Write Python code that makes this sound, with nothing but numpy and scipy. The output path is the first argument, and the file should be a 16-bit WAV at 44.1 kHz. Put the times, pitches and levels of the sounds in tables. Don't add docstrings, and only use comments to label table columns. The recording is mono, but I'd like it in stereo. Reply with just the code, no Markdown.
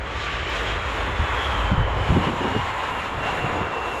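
import sys
import numpy as np
from scipy import signal
from scipy.fft import rfft, irfft
from scipy.io import wavfile
from scipy.ndimage import uniform_filter1d

SR = 44100
rng = np.random.default_rng(int(sys.argv[2]) if len(sys.argv) > 2 else 0)


def dump_mix(stems):
    frames = np.atleast_2d(stems).T
    limited = np.clip(frames, -1, 1)
    pcm = np.round(limited * 32767).astype(np.int16)
    wavfile.write(sys.argv[1], SR, pcm)


N = 176400
TIME_S = np.arange(N) / SR
ABEAM_S = .97


def amp(db):
    return 10 ** (np.asarray(db) / 20)


def unit_rms(x):
    return x / np.sqrt(np.mean(x ** 2) + 1e-20)


def spectrum(points, hz):
    table_hz, value = np.transpose(points)
    return np.interp(np.log(hz + 1), np.log(table_hz + 1), value)


def curve(points, t=TIME_S):
    return np.interp(t, *np.transpose(points))


def noise(shape, size=N):
    white = rfft(rng.standard_normal(size))
    return unit_rms(irfft(white * shape(np.fft.rfftfreq(size, 1 / SR)), size))


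def wander(rate_hz):
    return noise(lambda hz: np.exp(-.5 * (hz / rate_hz) ** 2))


def add(mix, start_s, sound):
    part = mix[..., round(start_s * SR):][..., :sound.shape[-1]]
    part += sound[..., :part.shape[-1]]


# start_s, level_db
TICKS = [(.4955, -42), (.506, -53), (.6325, -47)]

def ticks(pitch_hz=13300, decay_s=.00022):
    t, out = np.arange(256) / SR, np.zeros(N)
    ring = t / decay_s * np.exp(1 - t / decay_s) * np.sin(2 * np.pi * pitch_hz * t)
    for start_s, level_db in TICKS:
        add(out, start_s, amp(level_db) * ring)
    return out


# frequency_hz, relative_db
RUSTLE_SPECTRUM = [(40, -12), (110, 4.5), (200, -2.5), (400, -11), (750, -6.5), (1300, -16), (2000, -90),
                   (4000, -72)]
# time_s, level_db
RUSTLE_LEVEL = [(0, -39), (.6, -37), (1.3, -40), (1.7, -35), (1.9, -40), (2.2, -37), (2.55, -43),
                (2.75, -43.5), (3.1, -37.5), (3.5, -40), (4, -46.5)]

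def rustle(swell_db=2, swell_hz=12):
    shape = lambda hz: amp(spectrum(RUSTLE_SPECTRUM, hz))
    pair = np.array([noise(shape) * amp(swell_db * wander(swell_hz)) for port in range(2)])
    return pair * amp(curve(RUSTLE_LEVEL))


def eddies(shape, side_gain, size=N):
    mid, side = noise(shape, size), noise(shape, size)
    pair = mid + side_gain * np.array([side, -side])
    local_power = uniform_filter1d((pair ** 2).mean(0), size=1600, mode="wrap")
    return pair / np.sqrt(local_power + 0.15)


# frequency_hz, relative_db
RUMBLE_SPECTRUM = [(15, -46), (32, -19), (52, 6.5), (70, 2), (95, -11), (135, -18), (250, -27), (600, -68),
                   (2000, -95)]
# time_s, level_db
RUMBLE_LEVEL = [(0, -31.5), (.6, -29.5), (.8, -33.5), (1.0, -28.5), (1.4, -30.5), (1.6, -23.5), (1.85, -35),
                (1.95, -24), (2.15, -36), (2.35, -40), (2.58, -40), (2.72, -44), (3.1, -41), (3.5, -50),
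                (4, -38)]
# time_s, level_db
FLUTTER_LEVEL = [(0, -42), (1.2, -39), (1.6, -40), (2.15, -29), (2.35, -36), (2.55, -32.5), (2.75, -43.5),
                 (3.2, -43), (3.5, -32), (4, -49)]

def wind(flutter_hz=86.7, flutter_octaves=.32, swell_db=2, swell_hz=9, side_gain=.35):
    rumble_shape = lambda hz: amp(spectrum(RUMBLE_SPECTRUM, hz))
    flutter_shape = lambda hz: np.exp(-.5 * (np.log2((hz + 1) / flutter_hz) / flutter_octaves) ** 2)
    rumble = eddies(rumble_shape, side_gain) * amp(curve(RUMBLE_LEVEL))
    flutter = eddies(flutter_shape, side_gain) * amp(curve(FLUTTER_LEVEL))
    return (rumble + flutter) * amp(swell_db * wander(swell_hz))


# start_s, length_s, level_db, upper_edge_hz
BUFFETS = [(1.075, .045, -28, 190), (1.185, .075, -17.5, 95), (1.635, .04, -21, 90),
           (1.714, .045, -13.5, 175), (1.775, .1, -15, 70), (1.855, .06, -23.5, 80),
           (2.0, .045, -20.5, 110), (2.088, .12, -14.5, 140), (2.158, .038, -11.5, 275),
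           (2.198, .066, -27, 240), (2.264, .06, -19.5, 330), (2.32, .035, -27, 280),
           (2.402, .04, -22, 350), (2.438, .08, -22, 400), (2.509, .043, -28, 280), (2.542, .045, -20, 380),
           (2.558, .06, -21, 170), (2.915, .033, -33, 200), (3.17, .04, -29, 130), (3.432, .05, -24, 169),
           (3.602, .045, -24, 170)]

def buffets(rise_s=.0059, rolloff_order=3.2):
    t, out = np.arange(8192) / SR, np.zeros((2, N))
    for start_s, length_s, level_db, upper_hz in BUFFETS:
        lower_hz = .36 * upper_hz
        highpass = lambda hz: hz ** 3 / (hz ** 3 + lower_hz ** 3)
        band = lambda hz: highpass(hz) / np.hypot(1, (hz / upper_hz) ** rolloff_order)
        envelope = np.minimum(t / rise_s, 1) * np.exp(-2 * (t / length_s) ** 2)
        add(out, start_s, eddies(band, side_gain=.22, size=len(t)) * amp(level_db) * envelope)
    return out


# frequency_hz, left_minus_right_db
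STEREO_BALANCE = [(60, .3), (240, .3), (390, 1), (600, 0), (720, -3), (870, -3.8), (1050, -.8), (1400, 0)]
# frequency_hz, left_lead_rad
STEREO_PHASE = [(250, 0), (620, -.55), (950, -.1), (1250, -.3), (1600, 0), (2450, 0), (3100, .55),
                (4500, .32), (5300, .45), (5750, -1.55), (6700, -.8), (7200, -1.15), (7550, -2.3),
                (8000, -2.3), (8700, -3.14), (9400, -3.55), (11500, -5), (12600, -6.28)]

def stereo_image(sound):
    hz = np.fft.rfftfreq(N, 1 / SR)
    left = amp(spectrum(STEREO_BALANCE, hz) / 2) * np.exp(.5j * spectrum(STEREO_PHASE, hz))
    return irfft(rfft(sound) * np.array([left, 1 / left]), N)


# start_s, length_s, pitch_hz, fall_hz_per_s, level_db
APPROACH_TONES = [(0, 0.49, 1180, 45, -38.5), (.2, .36, 3140, 400, -44), (.63, .14, 3275, 500, -39),
                  (.76, .16, 3310, 500, -44), (1.08, .32, 3080, 340, -47)]

def approach_tones(width_hz=12):
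    out = np.zeros(N)
    for start_s, length_s, pitch_hz, fall_hz_per_s, level_db in APPROACH_TONES:
        age_s = TIME_S - start_s
        cycles = np.cumsum(pitch_hz - fall_hz_per_s * age_s + width_hz * wander(2 * width_hz)) / SR
        envelope = np.sin(np.pi * np.clip(age_s / length_s, 0, 1))
        out += amp(level_db) * envelope * unit_rms(np.sin(2 * np.pi * cycles))
    return out


def blade_tone(cycles, width_hz, broadening, fading_db=2.8, fading_hz=35):
    jitter = np.cumsum(broadening * width_hz * wander(3 * width_hz)) / SR
    fading = amp(fading_db * wander(fading_hz))
    return unit_rms(fading * np.sin(2 * np.pi * (cycles + jitter)))


# pitch_ratio, relative_db, base_width_hz
FAN_TONES = [(1, 0, 5), (1.044, -10.5, 7)]
# time_s, level_db
FAN_LEVEL = [(0, -72), (.87, -62), (.97, -43.5), (1.07, -54), (1.2, -44), (1.35, -44.5), (1.42, -35.5),
             (1.51, -41), (1.66, -40.5), (1.76, -45), (1.86, -41), (1.93, -54), (2.02, -37.5), (2.13, -50),
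             (2.25, -37), (2.37, -57), (2.43, -36), (2.51, -46), (2.57, -37.5), (2.66, -45), (2.88, -50),
             (3.0, -38.5), (3.19, -57), (3.245, -30.5), (3.28, -33), (3.34, -45), (3.4, -37.5),
             (3.47, -36.5), (3.53, -48), (3.6, -37.5), (3.69, -45), (3.75, -38.5), (3.93, -36.3), (4, -46)]
# time_s, pitch_ratio
TURBINE_RATIO = [(2.1, 2.473), (2.6, 2.513), (3.0, 2.52), (3.4, 2.506), (3.85, 2.48)]
# time_s, level_db
TURBINE_LEVEL = [(0, -80), (1.9, -77), (2.12, -62), (2.4, -68), (2.6, -56.5), (2.85, -68), (3.2, -66),
                 (3.4, -56.5), (3.6, -57), (3.72, -65), (4, -61)]
# time_s, level_db
HAZE_LEVEL = [(0, -73), (1.0, -51), (1.3, -50), (1.45, -35), (1.6, -46), (1.85, -42.5), (2.15, -48),
              (2.26, -34), (2.36, -56), (2.6, -47), (2.88, -45), (3.0, -52), (3.16, -54), (3.28, -39),
              (3.6, -51), (4, -48)]

def whine(abeam_hz=3587, doppler_swing=.265, distance_over_speed_s=1.25, haze_width_hz=210):
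    along = (TIME_S - ABEAM_S) / distance_over_speed_s
    pitch_hz = abeam_hz * (1 - doppler_swing * along / np.hypot(1, along))
    cycles = np.cumsum(pitch_hz) / SR
    broadening = 1 + 2.6 / (1 + along ** 2) ** 1.49
    fan = sum(amp(db) * blade_tone(ratio * cycles, width_hz, broadening)
              for ratio, db, width_hz in FAN_TONES)
    turbine_cycles = np.cumsum(pitch_hz * curve(TURBINE_RATIO)) / SR
    turbine = blade_tone(turbine_cycles, width_hz=15, broadening=broadening)
    phase = 2 * np.pi * cycles
    haze = unit_rms(wander(haze_width_hz) * np.sin(phase) + wander(haze_width_hz) * np.cos(phase))
    return (fan * amp(curve(FAN_LEVEL))
            + haze * amp(curve(HAZE_LEVEL))
            + turbine * amp(curve(TURBINE_LEVEL)))


def ground_echo_db(t, hz, delay_s=.00334, drift_s_per_s=.00019, depth_db=2, edge_hz=890):
    ripple = np.cos(2 * np.pi * hz * (delay_s + drift_s_per_s * t))
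    return depth_db * ripple * np.exp(-.5 * (hz / edge_hz) ** 2)


# time_s, boost_db
HOWL_BOOST = [(0, 0.5), (1.1, 3), (1.6, 4.5), (2, 4), (2.3, 5.8), (2.75, 7.3), (3.3, 4.5), (4, 1)]

def howl_db(t, hz, abeam_hz=1040, fall_hz_per_s=54, width_hz=124):
    centre_hz = abeam_hz - fall_hz_per_s * (t - ABEAM_S)
    return curve(HOWL_BOOST, t) * np.exp(-.5 * ((hz - centre_hz) / width_hz) ** 2)


BAND_CENTRES = [130, 420, 1000, 2000, 5500, 11000]
# time_s, relative_db
DEEP_BAND = [(0, -7), (1.3, -2), (2.2, 5), (2.55, 2), (2.75, -2), (3.1, 7), (3.5, 10), (4, -8)]
# time_s, relative_db
EXHAUST_BAND = [(0, -33), (.3, -33.5), (.6, -29.5), (1.4, -30.5), (2.2, -29), (2.75, -35), (3.15, -33.5),
                (3.5, -25), (3.7, -29.5), (4, -28)]
# time_s, middle_db, upper_middle_db, treble_db
MIDDLE_BANDS = [(0.0, -42.5, -39, -57), (0.07, -35.5, -39, -53.5), (0.23, -38, -33, -42),
                (0.29, -37, -30.5, -46.5), (0.46, -36.5, -35, -46), (0.55, -33.5, -29.5, -43.5),
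                (0.57, -36, -30.5, -41.5), (0.62, -34.5, -32, -47.5), (0.68, -36.5, -31.5, -44),
                (0.8, -33, -34, -50.5), (0.94, -34.5, -34.5, -47.5), (1.1, -32.5, -35, -52),
                (1.4, -31.5, -31.5, -48), (1.62, -30, -34, -48), (1.83, -33, -38.5, -56),
                (2.13, -30.5, -35.5, -48), (2.21, -32, -35, -51), (2.23, -32, -34, -50),
                (2.24, -27.5, -36, -46.5), (2.27, -29, -31, -48.5), (2.31, -33, -36, -52),
                (2.43, -30.5, -36.5, -50), (2.64, -32.5, -35, -49), (2.7, -30, -34, -49),
                (2.73, -32, -35, -52.5), (2.9, -32, -36, -49), (2.92, -35, -37, -55.5),
                (3.06, -33, -35.5, -49), (3.12, -35, -39, -55.5), (3.29, -29, -33, -48.5),
                (3.37, -34, -35.5, -52), (3.5, -30.5, -32.5, -53), (3.57, -31, -40, -51),
                (3.63, -27.5, -34.5, -53), (3.64, -30.5, -37, -54), (3.97, -33, -40.5, -51.5)]
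# time_s, relative_db
HISS_BAND = [(0, -6), (.25, 4.5), (.45, -1), (.56, 10), (.8, 3), (.95, 8), (1.15, 4.5), (1.45, 10.5),
             (1.65, 7), (1.85, -2), (2.15, 10.5), (2.35, 6.5), (3.0, 9), (3.15, 5), (3.35, 11.5), (3.72, 2),
             (4, 13.5)]

def band_swell_db(t, hz):
    time_s, *middle_bands = np.transpose(MIDDLE_BANDS)
    middle = [np.interp(t, time_s, band) for band in middle_bands]
    levels = [curve(DEEP_BAND, t), curve(EXHAUST_BAND, t), *middle, curve(HISS_BAND, t)]
    weights = [spectrum(list(zip(BAND_CENTRES, row)), hz) for row in np.eye(len(levels))]
    return sum((level - level.mean()) * weight for level, weight in zip(levels, weights))


# frequency_hz, relative_db
ROAR_SPECTRUM = [(30, -13), (120, -8.5), (260, -8.5), (400, 0), (550, -1), (680, -1), (850, -2.5),
                 (1050, -0.5), (1280, -1), (2000, -5), (3200, -10.5), (4000, -18), (4600, -26),
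                 (6300, -27.5), (7600, -23.5), (10000, -31), (12000, -40.5), (14000, -68.5)]
# frequency_hz, coherence_ratio
ROAR_COHERENCE = [(100, .93), (500, .97), (1200, .99), (1900, .999), (2400, .999), (3200, .98), (4200, .95),
                  (5500, .95), (7500, .965), (12000, .95)]

def roar(level_db=-26.5, patch_db=.96, flicker_db=.5):
    window, hop = 1024, 256
    frames, hz = N // hop + 5, np.fft.rfftfreq(window, 1 / SR)
    t = np.arange(frames)[:, None] * hop / SR
    mid_re, mid_im, side_re, side_im, patches = rng.standard_normal((5, frames, len(hz)))
    patches = uniform_filter1d(patches, size=12, axis=0)
    patches = unit_rms(uniform_filter1d(patches, size=9, axis=1))
    flicker = unit_rms(uniform_filter1d(rng.standard_normal(frames), size=6))[:, None]
    coherence = np.clip(spectrum(ROAR_COHERENCE, hz), 0, 1)
    mid = np.sqrt(1 + coherence) * (mid_re + 1j * mid_im)
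    side = np.sqrt(1 - coherence) * (side_re + 1j * side_im)
    colour_db = spectrum(ROAR_SPECTRUM, hz) + band_swell_db(t, hz)
    colour_db += howl_db(t, hz) + ground_echo_db(t, hz)
    gain = amp(colour_db + patch_db * patches + flicker_db * flicker)
    spectra = np.array([mid + side, mid - side]) * gain
    _, pair = signal.istft(spectra.transpose(0, 2, 1), nperseg=window, noverlap=window - hop)
    return amp(level_db) * unit_rms(pair[:, :N])


def scene():
    airliner = stereo_image(roar() + whine() + approach_tones())
    return airliner + wind() + rustle() + buffets() + ticks()


def record(dry, cutoff_hz=14700):
    lowpass = signal.firwin(511, cutoff_hz, window=("kaiser", 9), fs=SR)
    return signal.oaconvolve(dry, lowpass[None], "same")


dry = scene()
out = record(dry)
dump_mix(out)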